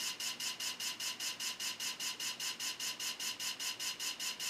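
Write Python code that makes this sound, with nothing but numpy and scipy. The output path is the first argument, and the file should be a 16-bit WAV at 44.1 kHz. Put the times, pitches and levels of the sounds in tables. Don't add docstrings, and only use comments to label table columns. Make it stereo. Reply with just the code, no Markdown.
import sys
import numpy as np
from scipy import signal
from scipy.fft import rfft, irfft, next_fast_len
from scipy.io import wavfile
from scipy.ndimage import uniform_filter1d, map_coordinates

SR = 44100
rng = np.random.default_rng(int(sys.argv[2]) if len(sys.argv) > 2 else 0)


def unload_audio(sound):
    columns = np.transpose(np.atleast_2d(sound))
    steps = np.round(np.clip(columns, -1, 1) * 32767)
    wavfile.write(sys.argv[1], SR, steps.astype(np.int16))


def nominal_scale(level):
    x = np.asarray(level, float) / 20
    return 10 ** x


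N = 198109
TURN = 8816
TURNS = N // TURN + 2
LEAD_IN = TURN // 20
HZ = np.fft.rfftfreq(TURN, 1 / SR)


def unit(x):
    return x / np.sqrt(np.mean(x ** 2) + 1e-20)


def along(points, hz):
    f, v = np.transpose(points)
    return np.interp(np.log(hz + 1), np.log(f + 1), v)


def unrolled(turns):
    return turns.reshape(-1)[LEAD_IN:][:N]


def turn_time():
    return (np.arange(TURN) - LEAD_IN) / SR


# (frequency [Hz], likeness [0-1])
SURFACE_MEMORY = [(1000, .997), (3000, .985), (6000, .968), (9000, .93), (14000, .9)]
# (frequency [Hz], level [dB])
FRESH_RUBBING = [(1000, -16), (3000, -18), (6000, -18), (9000, -15), (14000, -12)]


def surface():
    worn, loose = rfft(rng.standard_normal((2, TURNS, TURN)))
    keep = np.clip(along(SURFACE_MEMORY, HZ), 0, 1)
    renew = np.sqrt(1 - keep ** 2)
    for k in range(1, TURNS):
        worn[k] = keep * worn[k - 1] + renew * worn[k]
    return worn + nominal_scale(along(FRESH_RUBBING, HZ)) * loose


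# (frequency [Hz], level [dB per Hz])
SCRAPE_COLOUR = [(350, -66), (600, -17.5), (1150, -19), (1860, -8), (2340, -11.5), (2910, 3.5),
                 (3420, -5.5), (6950, -8.5), (7400, -13.5), (10200, -16.5), (11900, -14.5), (12200, -20.5),
                 (14000, -16), (15100, -22.5)]
# (frequency [Hz], width [Hz], level [dB])
SHELL_RINGS = [(1004, 25.3, -7.5), (1530, 56, -10), (1810, 20, -13), (2050, 61, -9), (2680, 90, -13),
               (2880, 100, -24), (2970, 60, -1), (3660, 15, -6.5), (3970, 17, -7.5), (4220, 18.4, 1),
               (4870, 8.3, 4), (5080, 39, 0), (5340, 65, -4.5), (6058, 64, -4.5), (6380, 26, -4),
               (6750, 67, -10), (6680, 46, -11.5), (7310, 28, -12), (7840, 32, -13.5), (8240, 26, -12),
               (8930, 32, -13), (8860, 54, -14)]
# (frequency [Hz], width [Hz], level above the scrape before a common boost [dB])
SHUTTER_RINGS = [(9750, 59, 0.5), (10800, 39, -10), (10350, 72, -7), (11170, 52, 0.5), (12010, 50, 3.5),
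                 (12700, 39, -14), (12800, 58, -18), (13750, 150, -8)]


def resonance(centre_hz, width_hz):
    return 1 / (1 + (2 * (HZ - centre_hz) / width_hz) ** 2)


def body_colour(peaks_db, shutter_db):
    power = np.ones(len(HZ))
    for hz, width, db in SHELL_RINGS:
        above_scrape = nominal_scale(db + peaks_db - along(SCRAPE_COLOUR, hz))
        power += above_scrape ** 2 * resonance(hz, width)
    for hz, width, db in SHUTTER_RINGS:
        power += nominal_scale(db + shutter_db) ** 2 * resonance(hz, width)
    return nominal_scale(along(SCRAPE_COLOUR, HZ)) * np.sqrt(power)


# (time [s], pressure [dB], brightness [dB])
CONTACT_SWELL = [
    (-0.004, -22, -0.5),
    (0.001, -4, -0.5),
    (0.02, -2, 1),
    (0.059, -1.5, 1.5),
    (0.087, 2, 0),
    (0.107, -1, -2.5),
    (0.127, -5.5, -5),
    (0.157, -13.5, -5.5),
    (0.19, -24.5, -3),
]
PART_EDGES = [600, 2300, 4500, 7500, 15200]
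# (level at full pressure [dB], gain per dB of brightness [dB])
RUBBING_PARTS = [(-47.5, 0.3), (-47, -1.54), (-43, 1.17), (-47, 1.34)]


def rubbing(colour, level_db, blur_s):
    rough = surface() * colour
    s, pressure_db, bright_db = np.transpose(CONTACT_SWELL)
    out = 0
    for low, high, (db, gain) in zip(PART_EDGES, PART_EDGES[1:], RUBBING_PARTS):
        slopes = (1 + (low / (HZ + 1)) ** 12) * (1 + (HZ / high) ** 12)
        band = (HZ < 15100) / np.sqrt(slopes)
        press_db = np.interp(turn_time(), s, pressure_db + gain * bright_db, period=TURN / SR)
        press = nominal_scale(press_db + db + level_db)
        press = uniform_filter1d(press, 1 + int(blur_s * SR), mode="wrap")
        out = out + press * unit(irfft(rough * band, TURN))
    return unrolled(out)


def settling(extra_db, lasts_s, turns):
    edge = np.exp(-((turn_time() - lasts_s) / lasts_s) ** 2)
    unsettled = np.exp(-np.arange(TURNS)[:, None] / turns)
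    return unrolled(nominal_scale(extra_db * edge * unsettled))


# (time in turn [s], pitch [Hz], peak level [dB], half length [ms])
SQUEALS = [(0.011, 5920, -43, 2.3), (0.014, 4830, -45.5, 5), (0.017, 5170, -48, 2.5),
           (0.019, 4190, -43, 4.3), (0.0183, 6630, -46, 2.3), (0.022, 5900, -40, 4.5),
           (0.043, 4870, -45, 4.6), (0.036, 1840, -46.5, 8.6), (0.023, 1830, -50, 6),
           (0.0316, 7070, -43.5, 4.8), (0.0353, 5290, -42, 2.5), (0.0382, 6770, -38, 3.3),
           (0.0415, 5420, -36.5, 2.4), (0.05, 7090, -42, 9.1), (0.053, 6730, -39, 4.6),
           (0.0517, 6380, -43, 4), (0.052, 5820, -47, 2.5), (0.054, 6060, -40.5, 3.2),
           (0.0726, 6770, -38, 2.5), (0.075, 5300, -36.5, 3), (0.0752, 7116, -37, 4.6),
           (0.0704, 7500, -44, 3), (0.0778, 6000, -36.5, 3.1), (0.082, 5110, -38.5, 1.3),
           (0.0897, 6050, -41.5, 6), (0.0935, 5200, -41.5, 3.3), (0.097, 4870, -38, 4.3),
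           (0.0978, 4170, -42.5, 11.5), (0.1118, 3970, -42, 3.6), (0.12, 5080, -45.5, 2.1)]
# (time in turn [s], pitch [Hz], peak level [dB])
EDGE_KNOCKS = [(0.004, 2855, -32), (0.011, 2844, -45.5), (0.007, 3660, -44.5), (0.021, 2920, -40),
               (0.0287, 2865, -34.5), (0.0479, 2908, -36), (0.064, 2680, -35.5), (0.061, 2970, -41),
               (0.067, 3130, -38), (0.078, 2640, -35.5), (0.076, 3080, -40), (0.09, 2767, -38),
               (0.097, 2987, -38), (0.105, 2830, -40), (0.115, 2980, -35), (0.094, 1568, -44.5),
               (0.03, 1545, -49.5), (0.059, 2106, -45), (0.099, 3670, -44), (0.122, 2820, -40),
               (0.142, 2770, -44), (0.168, 2880, -47)]
# (time in turn [s], peak level [dB])
PANEL_SHOVES = [
    (0.027, -53.5),
    (0.045, -49.5),
    (0.058, -44.5),
    (0.08, -45.5),
    (0.098, -47.5),
    (0.114, -48),
    (0.128, -47.5),
    (0.168, -54),
]


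def catches():
    spots = list(SQUEALS)
    for s, hz, db in EDGE_KNOCKS:
        ring_ms = 2.68 * nominal_scale(0.24 * (db + 39))
        spots.append((s, hz, db, ring_ms))
    for s, db in PANEL_SHOVES:
        spots.append((s, 1011, db, 3.98))
    luck = rng.standard_normal((len(spots), 2, TURNS))
    out = np.zeros((TURNS, TURN))
    for (s, hz, db, ms), (size, creep) in zip(spots, luck):
        t = turn_time() - s + 7e-6 * np.cumsum(creep)[:, None]
        swell = nominal_scale(db + 0.5 * size[:, None]) * np.exp(-0.5 * (t / (ms / 1000)) ** 2)
        out += swell * np.sin(2 * np.pi * hz * (t + s))
    return unrolled(out)


# (frequency [Hz], level [dB])
WALL_COLOUR = [(600, -8), (1200, -55), (2500, -66), (3800, -26), (5000, -0.5), (6500, 4.5), (7500, -1),
               (10000, 8), (12000, 10), (13000, -4), (15000, -25)]


def wall_reflections(colour):
    smeared = rubbing(colour * nominal_scale(along(WALL_COLOUR, HZ)), level_db=-25.0, blur_s=0.025)
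    return smeared * [[1], [-1]]


# (frequency [Hz], level [dB rms], drift [dB per s])
MAINS_HARMONICS = [(60, -86, 1.5), (120, -75, 0), (180, -75, 0), (240, -69.5, -.7), (300, -73, 0),
                   (360, -74, .4), (480, -79, 0)]


def hum():
    t = np.arange(N) / SR
    out = np.zeros((2, N))
    for hz, db, drift in MAINS_HARMONICS:
        knots = rng.standard_normal(int(N * 3 / SR) + 4)
        sway = map_coordinates(knots, [t * 3])
        phase = rng.uniform(0, 2 * np.pi) + rng.normal(0, 0.15, (2, 1))
        level = nominal_scale(db + drift * (t - t.mean()) + 0.78 * sway)
        out += np.sqrt(2) * level * np.sin(2 * np.pi * hz * t + phase)
    return out


# (frequency [Hz], level [dB per Hz])
FAN_COLOUR = [(25, -14), (45, -22), (80, -11), (120, -5.5), (250, 1), (500, -2), (1000, -4), (2500, -5),
              (5000, -9.5), (9000, -21.5), (13000, -37.5), (15700, -34)]
# (frequency [Hz], likeness [0-1])
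FAN_LIKENESS = [(30, .2), (70, 0.45), (120, 0.68), (400, 0.65), (1000, 0.92), (2500, 0.95), (6000, 0.75),
                (9000, 0.82), (14000, .999)]


def fans(level_db):
    m = next_fast_len(N)
    hz = np.fft.rfftfreq(m, 1 / SR)
    spread = np.arccos(np.clip(along(FAN_LIKENESS, hz), -1, 1)) / 2
    air = rfft(rng.standard_normal((2, m))) * nominal_scale(along(FAN_COLOUR, hz))
    mid, side = irfft(air * [np.cos(spread), np.sin(spread)], m)[:, :N]
    return nominal_scale(level_db) * unit(np.array([mid + side, mid - side]))


def scene():
    colour = body_colour(peaks_db=6.5, shutter_db=9.0)
    scrape = rubbing(colour, level_db=-3, blur_s=0.0015)
    scrape = scrape * settling(extra_db=3, lasts_s=0.008, turns=5)
    drive = scrape + nominal_scale(-4.0) * catches()
    return drive + wall_reflections(colour) + hum() + fans(level_db=-55.5)


def low_pass(x):
    return signal.sosfilt(signal.butter(12, 15700, fs=SR, output="sos"), x)


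def record(dry):
    hz = np.fft.rfftfreq(N, 1 / SR)
    limited = irfft(rfft(dry) * (hz < 15720), N)
    return low_pass(limited)


dry = scene()
out = record(dry)
unload_audio(out)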